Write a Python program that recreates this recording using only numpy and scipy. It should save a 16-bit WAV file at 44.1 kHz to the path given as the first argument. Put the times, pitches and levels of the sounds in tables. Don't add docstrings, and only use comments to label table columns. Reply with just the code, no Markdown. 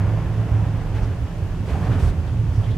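import sys
import numpy as np
from scipy import signal
from scipy.fft import rfft, irfft
from scipy.io import wavfile
from scipy.ndimage import uniform_filter1d

SR = 44100
rng = np.random.default_rng(int(sys.argv[2]) if len(sys.argv) > 2 else 0)


def materialize(psi):
    bounded = np.clip(np.atleast_2d(psi).T, -1, 1)
    quanta = np.round(bounded * 32767).astype(np.int16)
    wavfile.write(sys.argv[1], SR, quanta)


N = 122157
TIME = np.arange(N) / SR
FREQS = np.maximum(np.arange(N // 2 + 1) * SR / N, 1)

def gain(db):
    return 10 ** (np.asarray(db) / 20)

def unit(x):
    return x / np.sqrt(np.mean(x ** 2))

def over_time(rows):
    return np.interp(TIME, *np.array(rows).T)

def colour(x, rows):
    hz, db = np.array(rows).T
    return irfft(rfft(x) * gain(np.interp(np.log(FREQS), np.log(hz), db)), N)

def noise():
    return rng.standard_normal(N)

def noise_band(hz, half_width):
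    distance = (FREQS / hz - hz / FREQS) * hz / (2 * half_width)
    return irfft(rfft(noise()) / (1 + 1j * distance) ** 2, N)

def wobble(rate):
    span = max(int(SR / rate), 2)
    smoothed = uniform_filter1d(noise(), span, mode="wrap")
    return unit(uniform_filter1d(smoothed, span, mode="wrap"))

def stereo(mid, side):
    return np.array([mid + side, mid - side])

def wide_band(hz, width, side_db):
    mid, side = (unit(noise_band(hz, width / 2)) for _ in range(2))
    return stereo(mid, gain(side_db) * side)

def hit_shape(age, rise_s, decay_s):
    shape = (1 - np.exp(-(age / rise_s) ** 2)) * np.exp(-age / decay_s)
    return shape / shape.max()

def hiss(rows, side_db):
    mid, side = (unit(colour(noise(), rows)) for _ in range(2))
    return stereo(mid, gain(side_db) * side)

def air(steady_db=-51, fade_s=.013):
    # f/Hz, relative level/dB
    steady_colour = [(500, 6), (1500, -2.5), (2900, 1), (3900, -5), (5000, -6), (6500, -8.5), (8000, -12.5),
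                     (11500, -15), (15500, -23)]
    # f/Hz, relative level/dB
    gust_colour = [(800, -4), (2500, 7.5), (4500, 6), (7000, 0), (9500, -0.5), (12500, -7.5), (15500, -16)]
    # t/s, length/s, level/dB
    gusts = [(0.938, 0.15, -61), (1.653, 0.097, -54), (1.73, 0.34, -56), (1.985, 0.13, -49.5),
             (2.514, 0.22, -60)]
    gust_power = 0
    for start, length, db in gusts:
        fade = np.clip(np.minimum(TIME - start, start + length - TIME) / fade_s, 0, 1)
        gust_power += (gain(db) * fade) ** 2
    steady = hiss(steady_colour, side_db=-1.5) * gain(steady_db)
    return steady + hiss(gust_colour, side_db=-4.5) * np.sqrt(gust_power)

def scrapes(rough_db=2):
    # t/s, length/s, centre f/Hz, width/Hz, level/dB
    rubs = [(0.504, 0.072, 245, 100, -33), (0.47, .26, 686, 690, -45), (0.933, 0.08, 2150, 2189, -47),
            (0.945, 0.14, 700, 503, -43), (1.007, 0.059, 5000, 2500, -57), (1.559, 0.095, 270, 71.2, -37.5),
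            (1.662, 0.09, 2230, 1810, -47.5), (1.874, 0.19, 248.7, 49.64, -35.5),
            (2.522, .08, 5450, 2200, -59), (2.576, 0.13, 685, 397, -45.5), (2.623, 0.053, 3260, 340, -50),
            (2.659, 0.047, 1950, 400, -49), (2.68, 0.072, 3480, 1090, -51.5)]
    out = 0
    for start, length, hz, width, db in rubs:
        swell = np.sin(np.pi * np.clip((TIME - start) / length, 0, 1))
        rough_level = gain(db + rough_db * wobble(210))
        out += swell * rough_level * wide_band(hz, width, side_db=-8)
    return out

def clatter():
    # t/s, level at the loudest point/dB, centre f/Hz, width/Hz
    knocks = [(1.683, -47.5, 2580, 2500), (1.743, -36.5, 778, 220), (1.835, -50, 3250, 2200),
              (1.861, -36.5, 680, 450), (1.903, -40, 1410, 910), (1.915, -45.5, 2880, 1600),
              (2.262, -53.5, 3160, 2000)]
    out = 0
    for start, db, hz, width in knocks:
        age = np.maximum(TIME - start, 0)
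        out += gain(db) * hit_shape(age, rise_s=.009, decay_s=.028) * wide_band(hz, width, side_db=-9)
    return out

def rolling(level_db=.5, grain_db=1.17, flutter_db=-.27):
    # f/Hz, relative level/dB
    roar_colour = [(120, -13), (225, -4.5), (350, -1), (500, -5), (750, -6), (1100, -11.5), (1800, -16.5),
                   (3000, -26), (3900, -37), (7000, -43.5), (15000, -57.5)]
    # t/s, relative level/dB
    loudness = [(0, -34), (.16, -36), (.33, -37), (.45, -37), (.52, -36.5), (.66, -37.5), (.8, -38),
                (.92, -40), (.96, -36), (1.06, -37.5), (1.2, -41.5), (1.5, -40), (1.665, -41.5),
                (1.69, -36), (1.77, -34), (1.92, -33.5), (2.09, -34.5), (2.13, -40.5), (2.27, -39.5),
                (2.38, -42), (2.65, -40), (2.77, -42)]
    # f/Hz, level of side against mid/dB
    spread = [(200, -36), (500, -22), (1000, -14.5), (2000, -8), (4000, -15.5), (12000, 10.5)]
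    grain = gain(grain_db * wobble(400) + flutter_db * wobble(22))
    mid, side = (unit(colour(noise() * grain, roar_colour)) for _ in range(2))
    return stereo(mid, colour(side, spread)) * gain(over_time(loudness) + level_db)

def bumps(rise_s=.007):
    # t/s, level/dB, f/Hz, decay time/s
    booms = [(0.51, -13.5, 69.6, .012), (.54, -13.5, 105, 0.0076), (0.59, -28, 42, 0.018),
             (0.692, -25, 44.7, .016), (1.015, -16, 50, 0.0091), (1.02, -17, 153, 0.0099),
             (1.106, -16, 87.3, 0.019), (1.214, -15, 71, 0.024), (1.416, -14, 97.2, .02),
             (1.707, -14, 75.5, 0.024), (1.899, -12, 99.3, 0.016), (1.953, -12.5, 113, 0.011),
             (2.023, -9, 81.2, 0.016), (2.054, -13.5, 40.3, 0.031), (2.063, -15.5, 86, 0.015),
             (2.174, -12.5, 79.6, 0.0087), (2.467, -19, 57.6, 0.049), (2.489, -11, 90.7, 0.018),
             (2.573, -8.5, 100, 0.014), (2.724, -14.5, 89, 0.023)]
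    out = 0
    for start, db, hz, decay_s in booms:
        age = np.maximum(TIME - start, 0)
        swing = -np.sin(2 * np.pi * hz * age)
        out += gain(db) * hit_shape(age, rise_s, decay_s) * swing
    return out

def hum(flutter_db=.4, half_width_hz=13.9):
    # t/s, f/Hz
    pitch = [(0, 101.6), (.07, 107.1), (.24, 108.8), (.55, 108.5), (.85, 107.9), (1.05, 108.3)]
    # t/s, drumming's share of the power (0 to 1)
    roughness = [(1.15, 0), (1.5, .95)]
    # t/s, level/dB
    loudness = [(0, -17.5), (.1, -22.5), (.17, -19.5), (.26, -29), (.31, -23.5), (.38, -19), (.49, -27.5),
                (.56, -18), (.67, -22), (.77, -25), (.89, -33), (.96, -26), (1.06, -23), (1.18, -38.5),
                (1.65, -30.5), (1.9, -26), (2.2, -29), (2.35, -22.5), (2.77, -25)]
    hz, share = over_time(pitch), over_time(roughness)
    phase = 2 * np.pi * np.cumsum(hz) / SR
    drone = np.sqrt(2) * np.sin(phase) * gain(flutter_db * wobble(23))
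    drumming = unit(noise_band(hz.mean(), half_width_hz))
    return (np.sqrt(1 - share) * drone + np.sqrt(share) * drumming) * gain(over_time(loudness))

def rumble(level_db=2.5, side_db=-17):
    # f/Hz, half-width/Hz, relative level/dB
    body = [(35.5, 5, 0), (59, 8.3, -2), (84.3, 12.7, -1.5), (100.4, 5.9, -5.5), (117.5, 6.2, -5),
            (151.1, 7.6, -5), (167.55, 8.1, -5.5), (196.7, 7.2, -12.5), (253, 6.6, -16),
            (275.3, 8.6, -17.5), (297.8, 4.3, -18), (361, 25, -26), (440.4, 5.7, -20.5),
            (531.6, 4.7, -24.5)]
    # t/s, relative level/dB
    shaking = [(0, -25), (.28, -27), (.54, -26), (.7, -27.5), (.88, -28), (1.03, -26), (1.3, -30),
               (1.44, -30.5), (1.65, -27.5), (1.75, -25.5), (2.08, -25.5), (2.23, -27), (2.36, -25.5),
               (2.6, -30), (2.77, -25)]
    mid, side = (unit(sum(gain(db) * noise_band(hz, half) for hz, half, db in body)) for _ in range(2))
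    return stereo(mid, gain(side_db) * side) * gain(over_time(shaking) + level_db)

def cabin(x, echo_s=.16, echo_db=-11.5, bass_hz=600):
    tail = rng.standard_normal((2, N)) * np.exp(-np.log(1000) * TIME / echo_s)
    tail /= np.sqrt(np.sum(tail ** 2, axis=1, keepdims=True))
    bass_cut = FREQS / (FREQS + bass_hz)
    echo = irfft(rfft(x) * rfft(tail) * bass_cut, N)
    return x + gain(echo_db) * echo

def scene():
    # f/Hz, left level minus right level/dB
    balance = [(35, -4.5), (90, -3.5), (180, -3.1), (350, -2.2), (700, -1.9), (1400, -1.4), (2800, 0),
               (12000, 0)]
    left, right = rumble() + hum() + bumps() + cabin(rolling() + air() + scrapes() + clatter())
    left = colour(left, [(hz, db / 2) for hz, db in balance])
    right = colour(right, [(hz, -db / 2) for hz, db in balance])
    return np.array([left, right])

def record(dry):
    low_hz, top_hz = 23, 15600
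    dry = signal.sosfilt(signal.butter(4, low_hz, "high", fs=SR, output="sos"), dry)
    return signal.sosfilt(signal.ellip(10, .2, 80, top_hz, fs=SR, output="sos"), dry)

dry = scene()
out = record(dry)
materialize(out)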